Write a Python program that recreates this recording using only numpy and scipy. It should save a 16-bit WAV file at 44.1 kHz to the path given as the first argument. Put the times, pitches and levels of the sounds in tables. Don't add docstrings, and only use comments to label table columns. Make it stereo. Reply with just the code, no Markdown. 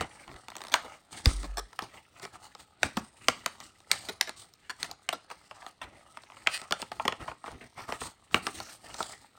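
import sys
import numpy as np
from scipy import signal
from scipy.fft import rfft, irfft, next_fast_len
from scipy.io import wavfile
from scipy.ndimage import map_coordinates

SR = 44100
rng = np.random.default_rng(int(sys.argv[2]) if len(sys.argv) > 2 else 0)


def persist_wave(psi):
    counts = np.round(np.clip(psi, -1, 1) * 32767).astype(np.int16)
    wavfile.write(sys.argv[1], SR, np.atleast_2d(counts).T)


N = 413653
TIME = np.arange(N) / SR

# start in seconds, then thud, knock, crack and tick levels in dB.
SNAPS = [(0.0087, -36.5, -29.5, -35, -38), (0.044, -61.5, -40.5, -52, -60.5), (0.74, -43, -18, -20, -21.5),
         (1.2572, -30.5, -32.5, -26.5, -21), (1.431, -46.5, -45, -54, -48),
         (1.7901, -50.5, -31.5, -33.5, -40.5), (1.8217, -41.5, -39, -63, -46),
         (2.2515, -57.5, -43, -44, -46.5), (2.831, -37, -26.5, -19, -25.5), (2.9695, -64, -35.5, -42, -38),
         (3.2838, -28, -20.5, -19, -20.5), (3.4605, -42.5, -29.5, -28.5, -28),
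         (3.9146, -47.5, -35.5, -21.5, -19), (4.2108, -47.5, -33, -23.5, -21.5),
         (4.293, -49.5, -40, -40.5, -38.5), (4.8291, -51, -45.5, -35, -29),
         (4.9129, -56.5, -43, -54, -39.5), (5.0894, -48, -32, -26, -31.5),
         (5.3013, -65.5, -47.5, -49.5, -53), (6.4638, -55, -38, -39.5, -63),
         (6.4715, -43.5, -26.5, -18, -29), (6.6159, -53.5, -47, -49, -45.5),
         (6.7093, -38.5, -36, -40, -37.5), (6.723, -39, -26, -27, -28), (6.8178, -48.5, -55, -45, -37),
         (6.825, -44.5, -37, -40, -48.5), (6.917, -47, -35, -40.5, -46.5), (6.9976, -51, -27.5, -37, -72),
         (7.0793, -31.5, -23, -24, -31), (7.1236, -42.5, -34, -35, -47), (7.2809, -49, -33.5, -55, -63),
         (7.315, -49, -39, -47.5, -76), (7.441, -52, -38, -53, -63), (7.479, -43.5, -38.5, -53, -73),
         (7.89, -42, -35.5, -53, -73), (7.9027, -54, -39, -58, -62), (7.923, -38.5, -32, -35, -42.5),
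         (8.0156, -42, -36, -40, -52), (8.3441, -27.5, -23, -18, -28.5), (8.4677, -40, -31, -31.5, -33),
         (8.6017, -63, -37.5, -48, -40.5), (9.0043, -38, -27, -45, -61), (9.0276, -65.5, -47, -46, -35.5)]
# start in seconds, length in seconds,
# then the levels of hand on carpet, card and plastic hiss in dB.
STROKES = [(0.0, 0.025, -39.5, -41, -55), (0.119, 0.12, -66.5, -54.5, -62),
           (0.275, 0.089, -52, -56.5, -65.5), (0.572, 0.38, -67, -53.5, -60.5),
           (0.83, .05, -63.5, -55.5, -67.5), (1.128, 0.073, -54.5, -51.5, -49),
           (1.259, .045, -39.5, -43, -41), (1.333, .12, -54, -56, -52.5), (1.807, 0.045, -61, -49, -53),
           (1.943, 0.036, -60.5, -50.5, -58.5), (2.161, .04, -67.5, -54.5, -59.5),
           (2.223, 0.02, -62.5, -48, -49.5), (2.341, 0.018, -57, -52.5, -57.5),
           (2.43, 0.037, -72, -58, -57.5), (2.602, 0.01, -64.5, -59, -52.5), (2.84, 0.018, -39, -40.5, -41),
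           (2.972, 0.045, -47.5, -52.5, -71.5), (3.223, 0.16, -59.5, -63, -63),
           (3.357, .08, -63, -61.5, -64.5), (3.612, 0.056, -61.5, -61.5, -54), (3.918, .04, -58, -45, -42),
           (3.977, 0.15, -61, -56, -51.5), (4.374, .06, -68.5, -68, -50.5),
           (4.803, 0.054, -58.5, -53, -50.5), (4.88, 0.034, -56, -55, -57.5),
           (5.305, 0.018, -73, -49, -55.5), (5.374, 0.15, -90.5, -65, -64.5), (5.552, .13, -76.5, -54, -62),
           (5.824, 0.057, -57.5, -51, -67.5), (5.921, .05, -61.5, -56.5, -67),
           (6.333, 0.16, -67, -60.5, -67), (6.517, .08, -78.5, -50.5, -51), (6.629, 0.021, -95, -48.5, -62),
           (6.799, 0.0067, -63, -47.5, -48.5), (6.92, 0.2, -59, -60.5, -58.5),
           (7.204, 0.02, -45, -43.5, -53), (7.269, 0.044, -51.5, -51, -57), (7.462, .055, -63, -49.5, -56),
           (7.525, .04, -47.5, -57, -77.5), (7.612, 0.045, -58, -56, -63),
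           (7.777, 0.062, -53.5, -48.5, -56), (7.886, 0.069, -56, -43.5, -48.5),
           (8.013, .06, -49.5, -44.5, -43.5), (8.329, 0.047, -46, -50.5, -47.5),
           (8.427, 0.086, -53.5, -51.5, -49.5), (8.547, .07, -51.5, -51, -45.5),
           (8.649, .1, -65.5, -53.5, -51.5), (8.844, 0.16, -60.5, -51, -53.5),
           (8.986, 0.074, -60, -50, -49.5), (9.094, 0.039, -63.5, -48, -48), (9.219, .03, -67.5, -74, -64)]


def from_db(db):
    return np.exp(np.asarray(db) * (np.log(10) / 20))


def rms_one(x):
    return x / np.sqrt(np.mean(x ** 2) + 1e-20)


def at_hz(points, hz, column=1):
    points = np.array(points)
    return np.interp(np.log(np.maximum(hz, 1)), np.log(points[:, 0]), points[:, column])


def in_time(rows):
    seconds, *columns = np.transpose(rows)
    return [np.interp(TIME, seconds, column) for column in columns]


def during(rows):
    return (TIME >= rows[0][0]) & (TIME <= rows[-1][0])


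def drift(rate):
    knots = rng.standard_normal(4000)
    return rms_one(np.interp(TIME * rate, np.arange(len(knots)), knots))


def left_right(pan_db):
    return from_db([[pan_db / 2], [-pan_db / 2]])


def add(out, start, sound):
    at = max(round(start * SR), 0)
    out[:, at:at + sound.shape[1]] += sound[:, :N - at]


def coloured(mid, side, spectrum):
    # frequency in Hz, likeness of the two sides from 0 to 1.
    likeness = [(60, 0.91), (300, 0.75), (700, 0.75), (1400, 0.32), (3000, 0.4), (7000, 0.5), (15000, 0.6)]
    size = next_fast_len(N)
    hz = np.arange(size // 2 + 1) * SR / size
    alike = np.clip(at_hz(likeness, hz), 0, 1)
    mid = np.sqrt(1 + alike) * rfft(mid, size)
    side = np.sqrt(1 - alike) * rfft(side, size)
    sides = np.array([mid + side, mid - side])
    return rms_one(irfft(sides * from_db(at_hz(spectrum, hz)), size)[:, :N])


def snaps():
    out = np.zeros((2, N))
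    for start, *levels_db in SNAPS:
        add(out, start, pack_ring(np.ones(1), levels_db))
    return out


def pack_ring(force, levels_db, count=22, size=2400):
    # low Hz, high Hz, time to fall 60 dB in seconds,
    # build-up in seconds, slope in dB per octave, left over right in dB, phase spread between sides in radians.
    registers = [(179.4, 561, 0.032, 0.0041, 1, 4, 0.17), (611.3, 1447, 0.033, 0.00089, -2, 1, 1),
                 (1510, 3447, 0.012, 0.00032, -6.5, 2, 1), (3440, 17300, 0.0073, 0.0009, -10, 1.5, 0.68)]
    event_s = 0.01
    t = np.arange(size) / SR
    out = 0
    for (low, high, t60, build, slope_db, pan_db, spread), level_db in zip(registers, levels_db):
        place = (np.arange(count) + rng.random(count)) / count
        hz = low * (high / low) ** place[:, None]
        strength, life, phase, skew = rng.standard_normal((4, count, 1))
        gain = (1 + 0.5 * strength) * from_db(slope_db * np.log2(hz / low)) * np.sqrt(hz / low)
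        fall = from_db(-60 * t / (t60 * np.exp(0.1 * life)))
        envelope = gain * fall * (1 - np.exp(-t / build))
        swing = 2 * np.pi * hz * t + 1.84 * phase
        left = (envelope * np.sin(swing)).sum(axis=0)
        right = (envelope * np.sin(swing - 0.15 - spread * skew)).sum(axis=0)
        band_hz = [low * 0.84, min(high * 3.2, SR * 0.45)]
        band = signal.butter(2, band_hz, "band", fs=SR, output="sos")
        sides = signal.fftconvolve(np.array([left, right]), force[None], axes=1)
        sides = signal.sosfilt(band, sides) * left_right(pan_db)
        energy = np.mean(np.sum(sides ** 2, axis=1))
        out = out + from_db(level_db) * sides * np.sqrt(event_s * SR / energy)
    return out


def scuffs(slips_per_s=1500, uneven_db=3.5, fade_db=6.0):
    # start in seconds, length in seconds, then thud, knock, crack and tick levels in dB.
    bursts = [(0.014, 0.011, -55.5, -36.5, -45, -41.5), (0.718, 0.046, -45, -38, -39, -34.5),
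              (0.756, 0.042, -53, -34.5, -37, -46), (0.845, 0.016, -47, -43, -65, -52),
              (1.442, 0.017, -41, -44, -48.5, -45.5), (1.571, 0.027, -38, -31, -35.5, -31),
              (2.229, 0.025, -43.5, -51, -48, -46), (2.9716, 0.004, -26.5, -28, -34, -40.5),
              (2.979, 0.02, -67, -41, -51, -45), (4.087, 0.014, -38, -36, -38, -34),
              (4.273, 0.018, -49, -43, -39.5, -44), (4.696, 0.017, -51.5, -36, -35, -37.5),
              (4.843, 0.0076, -59, -41, -42, -46), (5.127, 0.012, -44.5, -29, -39.5, -36),
              (5.143, 0.018, -47, -60, -52, -47.5), (5.312, 0.0056, -52.5, -41, -45, -51.5),
              (5.815, 0.012, -63, -38.5, -39.5, -48), (5.83, 0.021, -57, -46, -45, -50),
              (7.052, 0.0094, -33, -29.5, -35.5, -43), (7.278, 0.025, -61, -38.5, -42.5, -53),
              (7.46, 0.017, -54, -45, -47, -55), (7.611, 0.034, -48, -56, -48, -60),
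              (7.776, 0.03, -49, -42, -49, -57), (8.36, 0.019, -37, -32, -49, -47),
              (8.481, 0.009, -46, -57, -58, -60)]
    out = np.zeros((2, N))
    for start, length, *levels_db in bursts:
        chance = rng.random(SR // 10)
        size, sign = rng.standard_normal((2, SR // 10))
        progress = np.arange(SR // 10) / (length * SR)
        slips = (chance < slips_per_s / SR) * np.sign(sign)
        force = slips * from_db(uneven_db * size - fade_db * progress)
        force[0] = 2
        add(out, start, pack_ring(force[progress < 1], levels_db))
    return out


def fibres():
    # start in seconds, level in dB, brightness in dB.
    breaks = [(0.2783, -45.5, -12), (0.2922, -51, -16), (0.3146, -48, -9), (0.3414, -52, -10),
              (0.362, -52, -5), (0.4835, -41.5, -3), (0.502, -50, 2.5), (0.518, -45, -17),
              (0.5538, -43.5, -4.5), (.566, -44, 3.5), (0.582, -54.5, 4), (0.606, -44, -10),
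              (0.6167, -42, -0.5), (0.6376, -46, -1.5), (0.6497, -45.5, -4), (0.669, -48, 0.5),
              (.683, -50.5, 7), (.6973, -52.5, 1), (1.1278, -50.5, 1.5), (1.73, -48.5, -6), (2.197, -52, 0),
              (2.369, -61, -18), (2.55, -45.5, -3), (3.6024, -53, 7.5), (3.803, -59.5, 1), (4.537, -69, 15),
              (5.511, -40, -15.5), (5.6262, -49, -12), (5.6644, -42, -5.5), (6.1718, -39, -15.5),
              (6.235, -53.5, -2), (6.3, -48.5, -16.5), (6.32, -47, -19.5), (6.369, -44.5, -23.5),
              (8.311, -52.5, -10), (8.9428, -43.5, 2)]
    # offset in dB, and the share of the brightness that each takes.
    offsets_db, bright_share = np.array((-11, -1, -4.5, -1)), np.array((0.48, 0.063, 0.12, 1))
    out = np.zeros((2, N))
    for start, level_db, bright_db in breaks:
        levels_db = level_db + offsets_db + bright_db * bright_share
        add(out, start, pack_ring(np.ones(1), levels_db, count=12, size=1300))
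    return out


def crinkles(hand_db, card_db, hiss_db, uneven_db=0.5, above_rub_db=-5.5, count=2):
    out = np.zeros((2, N))
    rub_db = np.array([hand_db - 5.5, card_db - 1.5, flexing(card_db, hiss_db), hiss_db - 9.0])
    for start, length, *_ in STROKES:
        for k, (when, size) in enumerate(rng.random((count, 2))):
            at = int(np.clip((start + length * (k + when) / count) * SR, 0, N - 1))
            levels_db = rub_db[:, at] + above_rub_db + 2 * uneven_db * size
            add(out, at / SR, pack_ring(np.ones(1), levels_db, count=7, size=1000))
    return out


def rubbing(hand_db, card_db, hiss_db):
    # frequency in Hz, relative strength in dB per Hz.
    carpet_colour, card_colour = [(25, -7), (60, 8), (110, 9), (180, 2.5), (300, 5), (420, 1), (600, -32),
                                  (1200, -44)], [(250, -22), (450, -5.5), (560, -0.5), (820, 5),
                                                  (1030, -.5), (1280, 6), (1550, -7), (2100, -19.5),
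                                                  (5000, -35.5)]
    flex_colour, hiss_colour = [(1200, -17), (1600, -3.5), (2000, 3), (2400, -4), (2900, -4.5), (3600, -15),
                                (6000, -24.5), (12000, -51.5)], [(1800, -10), (3000, 1.5), (4400, 7), (5500, 2.5), (7400, 1.5),
                                              (8500, 5.5), (10000, 0), (13000, -9), (16000, -7.5)]
    flex_db = flexing(card_db, hiss_db)
    hand = friction(hand_db, carpet_colour, grains_per_s=300, grain_db=-1.0, smooth=1.0,
                    flutter_db=-1.0, pan_db=-0.4)
    card = friction(card_db, card_colour, grains_per_s=300, grain_db=4.5, smooth=0.68,
                    flutter_db=0.5, pan_db=2.0)
    flex = friction(flex_db, flex_colour, grains_per_s=470, grain_db=2.5, smooth=0.94,
                    flutter_db=4.0, pan_db=0.5)
    hiss = friction(hiss_db, hiss_colour, grains_per_s=1100, grain_db=2.5, smooth=0.78,
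                    flutter_db=2.6, pan_db=0.6)
    return hand + bending(card + flex, patchy_db=5.0, per_s=13.0) + bending(hiss, patchy_db=3.5, per_s=9.7)


def friction(level_db, spectrum, grains_per_s, grain_db, smooth, flutter_db, pan_db):
    rate = grains_per_s * from_db(0.5 * (level_db - level_db.mean()))
    sizes = from_db(grain_db * np.minimum(rng.exponential(1, (2, N)), 4))
    sizes = sizes * rng.choice([-1, 1], (2, N))
    catches = rng.random((2, N)) < rate / SR
    grains = rms_one(sizes * catches / np.sqrt(rate))
    force = grains + smooth * rng.standard_normal((2, N))
    loudness = from_db(level_db + flutter_db * drift(90))
    return coloured(*force, spectrum) * loudness * left_right(pan_db)


def flexing(card_db, hiss_db):
    follows_hiss, offset_db = 0.3, -3.5
    return card_db + follows_hiss * (hiss_db - card_db) + offset_db


def bending(x, patchy_db, per_s, count=40):
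    hz, t, cells = signal.stft(x, SR, nperseg=512)
    pitch = count * np.log(np.maximum(hz, 100) / 100) / np.log(hz[-1] / 100)
    patches = rng.standard_normal((count + 2, 400))
    where = np.meshgrid(pitch, t * per_s, indexing="ij")
    gain_db = patchy_db * map_coordinates(patches, where, order=1)
    gain = from_db(gain_db) / np.sqrt(np.mean(from_db(2 * gain_db)))
    return signal.istft(cells * gain, SR)[1][:, :N]


def handling(step_size=40):
    # time in seconds, level in dB.
    grip = [(0, -62.5), (1.5, -59.5), (2.4, -64), (3.4, -59), (5.2, -67), (6.0, -63), (7.0, -63),
            (8.6, -63), (9.38, -61)]
    grip_offsets_db = np.array((-7.0, 0, -2.5))
    # start in seconds, length in seconds.
    rests = [(0.979, .11), (1.648, 0.043), (2.02, 0.086), (2.65, 0.13), (3.103, .06), (3.731, 0.13),
             (4.477, 0.11), (4.966, 0.028), (5.741, 0.083), (7.355, 0.043), (7.701, 0.077), (8.143, 0.18),
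             (9.277, 0.076)]
    # hand, card and hiss in dB relative to its thud, knock and tick.
    settle_offsets_db = (-10, -13.5, -19.5)
    rest_db = -6
    attack_s, release_s, settle_s = 0.022, 0.044, 0.046
    rest_fade_s = 0.046

    t = TIME[::step_size]
    resting = sum(from_db(swell_db(t, start, length, rest_fade_s, rest_fade_s)) for start, length in rests)
    grip_db = np.interp(t, *np.transpose(grip)) + rest_db * resting
    power = from_db(grip_db + grip_offsets_db[:, None]) ** 2
    for start, length, *levels_db in STROKES:
        swell = swell_db(t, start, length, attack_s, release_s)
        power = power + from_db(np.array(levels_db)[:, None] + swell) ** 2
    for start, thud_db, knock_db, _, tick_db in SNAPS:
        levels_db = np.add([thud_db, knock_db, tick_db], settle_offsets_db)
        swell = swell_db(t, start, 0, settle_s, settle_s)
        power = power + from_db(levels_db[:, None] + swell) ** 2 * (t > start)
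    return np.array([np.interp(TIME, t, 10 * np.log10(p)) for p in power])


def swell_db(t, start, length, attack_s, release_s):
    before = (start - t) / attack_s
    after = (t - start - length) / release_s
    return -20 * np.clip(np.maximum(before, after), 0, 10)


def creak(jitter=0.12, t60=0.012, size=1500):
    # time in seconds, slips per second, level in dB.
    slipping = [(6.49, 200, -52), (6.525, 300, -42), (6.545, 285, -31), (6.56, 210, -36),
                (6.583, 96, -40.5)]
    # frequency in Hz, relative level in dB.
    shell = [(1960, 14), (2520, 15), (2950, 8.5), (3600, -17), (4250, 11), (4650, 13), (5300, -30),
             (6780, 2), (8390, 4.5), (9100, 8)]
    rate, level_db = in_time(slipping)
    uneven_rate = rate * (1 + jitter * drift(200)) * during(slipping)
    turns = np.floor(np.cumsum(uneven_rate) / SR)
    slips = np.diff(turns, prepend=0) * from_db(level_db) * np.sqrt(SR / rate)
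    t = np.arange(size) / SR
    modes = sum(from_db(db) * np.cos(2 * np.pi * hz * t + rng.uniform(-1.2, 1)) for hz, db in shell)
    ring = modes * from_db(-60 * t / t60)
    return signal.oaconvolve(slips, ring / np.linalg.norm(ring))[:N]


def stand():
    # time in seconds, frequency in Hz, level in dB.
    bump = [(1.258, 190, -60), (1.267, 110, -22), (1.275, 66, -7.5), (1.283, 56, -13.5), (1.294, 50, -29),
            (1.315, 47, -30)]
    # time in seconds, level in dB.
    sway = [(1.3, -50), (1.36, -28), (1.41, -31.5), (1.46, -44), (1.505, -32), (1.58, -40), (1.64, -42),
            (1.71, -74)]
    sway_hz = 47.3
    hz, bump_db = in_time(bump)
    sway_db, = in_time(sway)
    phase = 2 * np.pi * np.cumsum(hz * during(bump)) / SR
    thump = from_db(bump_db) * during(bump) * np.sin(phase)
    swaying = np.sin(2 * np.pi * sway_hz * (TIME - sway[0][0]))
    return thump + from_db(sway_db) * during(sway) * swaying


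def room(x, count=14):
    out = np.zeros((2, N))
    hop = N // count + 1
    for centre in range(0, N + hop, hop):
        span = np.arange(max(centre - hop, 0), min(centre + hop, N))
        piece = x[:, span] * np.cos(np.pi / 2 * (span - centre) / hop)
        response = room_response(ceiling_s=0.016, ceiling_gain=0.97)
        add(out, span[0] / SR, signal.fftconvolve(piece, response, axes=1))
    return out


def room_response(ceiling_s, ceiling_gain, onset_s=0.0015, count=12):
    # frequency in Hz, time to fall 60 dB in seconds, level in dB.
    tail = [(200, 0.2, -8.5), (610, 0.28, -15.5), (1500, 0.23, -10.5), (4270, 0.35, -14),
            (9000, 0.29, -14.5), (16000, .17, -33.5)]
    t = np.arange(SR // 3) / SR
    edges = np.geomspace(100, 17000, count + 1)
    onset = 1 - np.exp(-(t / onset_s) ** 2)
    ceiling = ceiling_gain * np.exp(-((t - ceiling_s) / 0.0029) ** 2)
    response = 0
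    for low, high in zip(edges, edges[1:]):
        hz = np.sqrt(low * high)
        band = signal.butter(2, [low, high], "band", fs=SR, output="sos")
        noise = signal.sosfilt(band, rng.standard_normal((2, len(t))))
        shape = onset * (1 + ceiling) * from_db(-60 * t / at_hz(tail, hz, column=1))
        shared = 1 / (1 + (hz / 900) ** 2)
        noise = np.sqrt(1 + shared) * noise[0] + np.sqrt(1 - shared) * noise[1] * [[1], [-1]]
        shape = shape / np.sqrt(2 * np.sum(shape ** 2))
        response = response + noise * shape * from_db(at_hz(tail, hz, column=2))
    return response


def air(level_db=-69.5):
    # frequency in Hz, relative strength in dB per Hz.
    air_colour = [(25, 2.5), (70, 19), (300, 12), (1200, -1.5), (4000, 4), (9000, -39), (16000, -34.5)]
    return from_db(level_db) * coloured(*rng.standard_normal((2, N)), air_colour)


def scene(right_lag_s=1.5e-5, pan_db=0.5):
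    rub_db = handling()
    left, right = snaps() + scuffs() + fibres() + crinkles(*rub_db) + creak() + rubbing(*rub_db)
    size = next_fast_len(N)
    hz = np.arange(size // 2 + 1) * SR / size
    lag = np.exp(-2j * np.pi * hz * right_lag_s)
    late_right = irfft(rfft(right, size) * lag, size)[:N]
    pack = np.array([left, late_right]) * left_right(pan_db)
    return pack + room(pack) + stand() + air()


def record(dry, port_hz=8350, port_gain=0.68, port_q=19.4, weak_hz=(10100, 12600), cutoff_hz=16150):
    ringing = port_gain * signal.lfilter(*signal.iirpeak(port_hz, port_q, fs=SR), dry)
    x = np.tanh(dry + ringing)
    x = signal.sosfilt(signal.butter(3, weak_hz, "bandstop", fs=SR, output="sos"), x)
    return signal.sosfilt(signal.ellip(10, 0.3, 80, cutoff_hz, fs=SR, output="sos"), x)


dry = scene()
out = record(dry)
persist_wave(out)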